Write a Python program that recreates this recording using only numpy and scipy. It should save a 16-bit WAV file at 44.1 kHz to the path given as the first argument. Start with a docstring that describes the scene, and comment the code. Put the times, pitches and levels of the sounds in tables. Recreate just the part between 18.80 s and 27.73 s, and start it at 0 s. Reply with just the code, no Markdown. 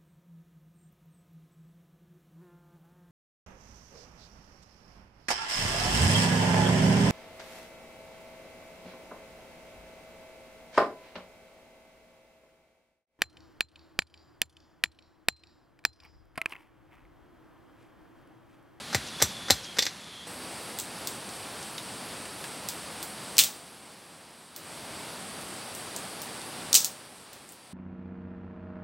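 """Four machete chops ring out over leafy air and a thin insect trill: each impact excites the resonances
of a stake and drives it into soft soil, and the last knocks a chip loose. The scene then changes to a
forest camp, where a wood fire hisses and pops under throbbing insects, sticks knock, and two twigs snap
by brittle fracture, echoed by a bamboo shelter. The sound is mono, and an automatic gain control turns
it down for about a second after each loud burst."""
import sys
import numpy as np
from scipy import signal
from scipy.fft import rfft, irfft, next_fast_len
from scipy.io import wavfile
from scipy.ndimage import uniform_filter1d, minimum_filter1d

SR = 44100
rng = np.random.default_rng(int(sys.argv[2]) if len(sys.argv) > 2 else 0)


def to_wav(sig):
    """Store sig (one row per channel, or 1-D mono) as 16-bit WAV at the path in sys.argv[1].

    Samples outside -1..1 are clipped; the rate is SR.
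    """
    pcm = np.clip(np.atleast_2d(sig), -1, 1) * 32767
    pcm = np.round(pcm).astype(np.int16)
    wavfile.write(sys.argv[1], SR, pcm.T)  # frames by channels


N = 393813
T = np.arange(N) / SR
CAMP_START_S = 1.468


def undb(db):
    """Decibels to amplitude ratio."""
    return 10 ** (np.asarray(db) / 20)


def unit(x):
    """Normalisation to rms 1."""
    return x / np.sqrt(np.mean(x ** 2))


def with_energy(x, db, length):
    """Equal energy: scale a burst to match a level of db held for length seconds."""
    return x * undb(db) * np.sqrt(length * SR / np.sum(x ** 2))


def decay(t, t60):
    """Exponential damping by 60 dB in t60 seconds."""
    return np.exp(-np.log(1000) * t / t60)


def add(out, s, x):
    """Superposition: mix x into out from time s on."""
    i = max(int(s * SR), 0)
    out[i:i + len(x)] += x[:max(N - i, 0)]


def colour(x, points, taps=2048):
    """Minimum-phase filter through points of (frequency [Hz], gain [dB])."""
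    hz, db = np.transpose(points)
    bins_hz = np.arange(taps + 1) * SR / (2 * taps)
    log_gain = np.log(undb(np.interp(np.log(bins_hz + 1), np.log(hz), db)))
    cepstrum = irfft(log_gain)[:taps]
    cepstrum[1:] *= 2
    response = irfft(np.exp(rfft(cepstrum, 2 * taps)))[:taps]
    return signal.fftconvolve(x, response)[:len(x)]


def resonate(x, hz, width):
    """Second-order resonance with gain 1 at its centre and a bandwidth in Hz."""
    return signal.lfilter(*signal.iirpeak(hz, hz / width, fs=SR), x)


def shelve(x, corner_hz, below_db, above_db):
    """Shelving filter: one gain below the corner, another above."""
    return colour(x, [(corner_hz / 1.2, below_db), (corner_hz * 1.2, above_db)])


def drift(rate):
    """Random modulation: linear interpolation through rate Gaussian values a second."""
    knots = np.arange(0, N / SR + 1, 1 / rate)
    return np.interp(T, knots, np.resize(rng.standard_normal(8192), len(knots)))


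def rasp(hz, width):
    """Incoherent summation: many small rasps blur into a bell-shaped band of noise."""
    size = next_fast_len(N, real=True)
    detune = (np.arange(size // 2 + 1) * SR / size - hz) / width
    bell = .5 ** np.minimum(2 * detune ** 2, 20)
    return unit(irfft(rfft(rng.standard_normal(size)) * bell, size)[:N])


def fracture(length, grit_db, size=4096):
    """Broadband excitation: fibres fail in a run of uneven clicks that fades over length seconds."""
    fade = np.exp(-(np.arange(size) / SR / length) ** 2)
    clicks = rng.choice([-1, 1], size) * undb(grit_db * rng.standard_normal(size)) * fade
    for _ in range(3):  # flatten the spectrum, so that the wood alone gives the colour
        spectrum = rfft(clicks)
        clicks = irfft(spectrum / (np.abs(spectrum) + 1e-9)) * np.sqrt(fade)
    return clicks


def scatter(delay, rise, early_t60, late_db, late_t60=.33, size=14400):
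    """Diffuse reflection: a close cluster of echoes off poles and leaves, then a tail from the trees."""
    t = np.maximum(np.arange(size) / SR - delay, 0)
    fade = decay(t, early_t60) + undb(late_db) * decay(t, late_t60)
    return rng.standard_normal(size) * fade * (1 - np.exp(-t / rise))


# spectrum of the air in a bamboo grove (frequency [Hz], relative level [dB])
GROVE_SPECTRUM = [(20, -40), (45, -14), (80, -5.5), (190, 1.5), (400, -5.5), (1200, -6.5), (2700, -9),
                  (4100, -6), (5200, -12), (7200, -15.5), (8800, -15), (11100, -17), (12600, -29),
                  (15500, -34)]
def grove_air():
    """Filtered noise: leafy air with a slight flutter in level."""
    return unit(colour(rng.standard_normal(N), GROVE_SPECTRUM)) * undb(-40.5 + .5 * drift(25))


# spectrum of the fire and the forest around it (frequency [Hz], relative level [dB])
HISS_SPECTRUM = [(25, -61), (50, -13.5), (90, -4), (200, 1.5), (450, -2), (800, -1), (2000, -7.5),
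                 (4800, -9), (6500, -15.5), (10000, -18.5), (12700, -23.5), (15500, -24)]
def camp_hiss():
    """Filtered noise: fire and forest merge into a nearly steady hiss."""
    return unit(colour(rng.standard_normal(N), HISS_SPECTRUM)) * undb(-41 + .66 * drift(9))


# trills of one insect (start [s], end [s], frequency [Hz], level [dB])
INSECT_TRILLS = [(.32, .716, 3440, -45), (0.727, 0.98, 3250, -46), (1.195, 1.477, 3460, -46),
                 (1.268, 1.47, 3230, -46)]
def trills():
    """Gated narrow-band noise: an insect's rough trill wavers between two pitches."""
    out = np.zeros(N)
    for start, end, hz, db in INSECT_TRILLS:
        gate = np.clip(np.minimum(T - start, end - T) / .023, 0, 1)
        out += undb(db + 1.6 * drift(28.5)) * rasp(hz, width=160) * gate
    return out


# bands of two insect choirs (frequency [Hz], bandwidth [Hz], level [dB], throb depth [dB])
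LOW_RASPS = [(4650, 110, -60.5, -2), (8480, 1340, -50, 2.1), (9440, 1200, -56, -2)]
HIGH_RASPS = [(10640, 850, -56, 0.57), (11340, 700, -61.5, 4.1)]
def choir(bands, throb_hz, crest_s):
    """Amplitude modulation: insects rasp to a loose beat; bands of negative depth swell in antiphase."""
    throb = np.cos(2 * np.pi * (throb_hz * (T - crest_s) + .05 * drift(1.76)))
    return sum(rasp(hz, width) * undb(db + depth_db * throb + .24 * drift(8))
               for hz, width, db, depth_db in bands)


# the blade drawn back along the wood (time [s], level [dB], half-width [s])
BLADE_SCRAPES = [(.28, -42.5, 0.018), (.5, -45, 0.024), (.85, -41, 0.02), (1.24, -42, .008)]
def scrapes():
    """Sliding friction: the blade rasps over the cut as it is pulled free."""
    swells = sum(undb(db) * np.exp(-((T - s) / half_s) ** 2) for s, db, half_s in BLADE_SCRAPES)
    return rasp(hz=4750, width=3000) * swells * undb(2.5 * drift(400))


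# sticks knocked together and laid down (time [s], level [dB], resonance [Hz])
STICK_KNOCKS = [(2.8275, -41, 5500), (2.9801, -33, 3750), (3.454, -41, 1890), (3.641, -35.5, 1600)]
def knocks():
    """Damped resonance: a light blow rings a stick briefly, over a broad clack."""
    out = np.zeros(N)
    for s, db, hz in STICK_KNOCKS:
        blow = fracture(.0045, grit_db=7)
        echo = scatter(delay=.003, rise=.002, early_t60=.08, late_db=-22, late_t60=.15, size=len(blow))
        drive = unit(blow) + undb(-3) * unit(echo)
        stick = resonate(drive, hz, width=250) + undb(-5) * resonate(drive, hz, width=2500)
        add(out, s, with_energy(stick, db, .0066))
    return out


# spectrum of cracking dry wood (frequency [Hz], gain [dB])
CRACK_SPECTRUM = [(100, -26), (700, -21), (1500, -17), (2200, -10), (3300, -2.5), (5700, -0.5), (8300, 2.5),
                  (9800, -10), (12000, -7.5), (15500, -4.5)]
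SHELTER_ECHO_DB = -10.5  # added to a small crack's level to give its echo level
def cracks(events, length, delay, early_t60, late_db, rattle_db):
    """Brittle fracture: dry wood breaks in about a millisecond and rattles; the shelter echoes it.
    Events are (time [s], level [dB], echo level [dB], brightness [dB], resonance [Hz])."""
    out = np.zeros(N)
    for s, db, echo_db, bright_db, ring_hz in events:
        crack = fracture(length, grit_db=2) + undb(rattle_db) * fracture(.006, grit_db=2)
        echo = scatter(delay, .0004, early_t60, late_db)
        for burst, level_db, span_s in ((crack, db, .0024), (echo, echo_db, .017)):
            wood = colour(burst, CRACK_SPECTRUM)
            wood += undb(2.5) * resonate(wood, ring_hz, width=2900)
            add(out, s, with_energy(shelve(wood, 8900, 0, bright_db), level_db, span_s))
    return out


# louder pops of the burning wood (time [s], level [dB], brightness [dB], resonance [Hz])
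FIRE_POPS = [(1.988, -25.5, 8, 3200), (1.9991, -27, 4, 7600), (2.2729, -24, 7, 4200),
             (3.8876, -24, 7.5, 4200), (4.2286, -27, 13, 3800), (5.7627, -23, 12.5, 4500),
             (6.9501, -34, 12, 6000), (7.1631, -28.5, 3, 8300), (7.418, -29, 14, 5500),
             (8.532, -30.5, 7, 3500), (8.691, -33, 4, 8000), (8.7221, -32, 10, 9000)]
def fire(embers=45):
    """Impulsive noise: burning wood pops, and faint embers tick at random times."""
    when, strength, tone = rng.random((embers, 3)).T
    tick_db = -55 + 16 * strength ** 2
    ticks = np.transpose([when * N / SR, tick_db, tick_db - 15, 12 * (tone - .5), 3000 + 5000 * tone])
    pops = [(s, db, db + SHELTER_ECHO_DB, bright_db, hz) for s, db, bright_db, hz in FIRE_POPS]
    return cracks([*pops, *ticks], length=.00093, delay=.0016, early_t60=.14, late_db=-14, rattle_db=-5)


# twigs snapped by hand (time [s], break level [dB], resonance [Hz], first crack level [dB],
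# splinter lag [s], splinter level [dB])
TWIG_SNAPS = [(4.582, -9, 2530, -29, .0555, -16.5), (7.9431, -8, 5700, -13.5, .1028, -14.5)]
def twigs(spray_db=-10.5, reflection_db=-24, bright_db=4):
    """Progressive failure: a twig cracks, breaks with echoes and one late reflection, then splinters."""
    firsts, breaks, splinters = [], [], []
    for s, db, hz, first_db, lag_s, splinter_db in TWIG_SNAPS:
        firsts.append((s - .0137, first_db, first_db - 19, 0, 5000))
        breaks.append((s, db, spray_db, bright_db, hz))
        breaks.append((s + .062, reflection_db, reflection_db + SHELTER_ECHO_DB, bright_db, hz))
        splinters.append((s + lag_s, splinter_db, splinter_db + SHELTER_ECHO_DB, 8, 5500))
    return (cracks(firsts, length=.0016, delay=.0036, early_t60=.08, late_db=-12, rattle_db=-4)
            + cracks(breaks, length=.00059, delay=.0067, early_t60=.082, late_db=-7.5, rattle_db=-2.5)
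            + cracks(splinters, length=.0013, delay=.0042, early_t60=.1, late_db=-12, rattle_db=-5))


def thump(start_hz=130, end_hz=58, sag_s=.031, rise_s=.0073, size=8192):
    """Damped oscillation: the stake bounces on crumbling soil, its pitch falling as pressure lets go."""
    t = np.arange(size) / SR
    hz = end_hz + (start_hz - end_hz) * np.exp(-(t / sag_s) ** 2)
    bounce = np.sin(2 * np.pi * np.cumsum(hz) / SR)
    soil = unit(colour(rng.standard_normal(size), [(25, -26), (50, 3), (220, 4), (500, -23), (1500, -45)]))
    envelope = (1 - np.exp(-t / rise_s)) * decay(t, t60=.12)
    return envelope * (bounce + undb(-6) * soil)


# spectrum of tearing wood fibres (frequency [Hz], gain [dB])
FIBRE_SPECTRUM = [(60, -18), (200, -1.5), (500, 0.5), (1300, 1), (2700, 0.5), (4000, 3), (6000, 4),
                  (8000, -2.5), (10000, -13), (12000, -3), (16000, -25)]
# modes of stake and blade (frequency [Hz], bandwidth [Hz], gain [dB])
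IMPACT_MODES = [(400, 210, -1), (550, 100, 7.5), (772, 48, 9.5), (1900, 220, -1), (3620, 200, 4),
                (4060, 170, 1), (4900, 120, 7), (5760, 260, -9), (7360, 47, 12)]
def contact(db, length, body_db, bright_db, splinter_hz):
    """Modal response: tearing fibres excite the resonances of stake, blade and a splinter."""
    tear = fracture(length, grit_db=5.5)
    modes = sum(undb(mode_db) * resonate(tear, hz, width) for hz, width, mode_db in IMPACT_MODES)
    splinter = undb(11.5) * resonate(tear, splinter_hz, width=290)
    wood = colour(tear, FIBRE_SPECTRUM) + modes + splinter
    wood = shelve(wood, 1700, body_db, 0)
    wood = shelve(wood, 7100, 0, bright_db)
    return with_energy(wood, db, length)


# a chip tumbling onto sticks (time [s], level [dB], length [s], brightness [dB], resonance [Hz])
CHIP_BOUNCES = [(1.023, -21.5, 0.014, -5, 4400), (1.0536, -27, 0.0059, 0, 6430),
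                (1.065, -20, 0.0059, -10, 1500)]
# machete strokes (time [s], bite level [dB], split level [dB], body gain [dB], split brightness [dB],
# splinter resonance [Hz], thump level [dB])
MACHETE_STROKES = [(0.1465, -18, -27.5, 5, 9, 4600, -22), (0.4182, -22.5, -12.5, 6, 5, 5760, -21.5),
                   (0.7011, -17.5, -9, 4.5, 2, 4060, -19.5), (0.9858, -17, -12, 0.5, -5, 3580, -36)]
def machete(graze_lead_s=.0178, split_lag_s=.0046, thump_lag_s=.002):
    """Impact excitation: each stroke grazes, bites, splits and drives the stake; the last frees a chip."""
    wood = np.zeros(N)
    for s, bite_db, split_db, body_db, bright_db, splinter_hz, _ in MACHETE_STROKES:
        add(wood, s - graze_lead_s, contact(-35, .02, body_db=3.5, bright_db=-7, splinter_hz=1520))
        add(wood, s, contact(bite_db, .0047, body_db, bright_db=-3.5, splinter_hz=2000))
        add(wood, s + split_lag_s, contact(split_db, .0045, body_db - 5, bright_db, splinter_hz))
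    for s, db, length, bright_db, hz in CHIP_BOUNCES:
        add(wood, s, contact(db, length, body_db=-7.5, bright_db=bright_db, splinter_hz=hz))
    # the stems of the grove scatter the sound back, mostly its treble
    stems = scatter(delay=.0022, rise=.0011, early_t60=.083, late_db=-13.5)
    echo = signal.fftconvolve(wood, with_energy(stems, db=-7, length=1 / SR))[:N]
    out = wood + shelve(echo, 1000, below_db=-7, above_db=1.5)
    for s, *_, thump_db in MACHETE_STROKES:
        add(out, s + thump_lag_s, undb(thump_db) * thump())
    return out


def scene():
    """Superposition of the sources in each place: first the chopping, then at once the camp."""
    chopping = machete() + scrapes() + grove_air() + trills()
    insects = choir(LOW_RASPS, throb_hz=3.6, crest_s=1.744)
    insects += choir(HIGH_RASPS, throb_hz=2.945, crest_s=1.553)
    camp = camp_hiss() + insects + fire() + twigs() + knocks()
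    return np.tile(np.where(T < CAMP_START_S, chopping, camp), (2, 1))


def gain_control(x, depth_db, glide_s, threshold_db=-20, knee_db=4, hold_s=1.126):
    """Dynamic compression: a loud burst makes the gain glide down, hold and glide back."""
    level_db = 10 * np.log10(np.abs(uniform_filter1d(x ** 2, SR // 50)) + 1e-12)
    wanted = undb(depth_db * np.clip((level_db - threshold_db) / knee_db, 0, 1))
    hold = int(hold_s * SR)
    held = minimum_filter1d(wanted, hold, origin=(hold - 1) // 2, mode="nearest")
    step = 1 / (glide_s * SR)
    gain = 1 + signal.lfilter([step], [1, step - 1], held - 1)
    return x * gain


def record(dry):
    """Compression, separate for each place, then clipping at full scale and band limiting."""
    chopping, camp = np.split(dry[0], [int(CAMP_START_S * SR)])
    mono = np.concatenate([gain_control(chopping, depth_db=-8, glide_s=.5),
                           gain_control(camp, depth_db=-11, glide_s=.22)])
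    low_pass = signal.ellip(10, .2, 70, 15800, fs=SR, output="sos")
    return np.tile(signal.sosfilt(low_pass, np.clip(mono, -1, 1)), (2, 1))


dry = scene()
out = record(dry)
to_wav(out)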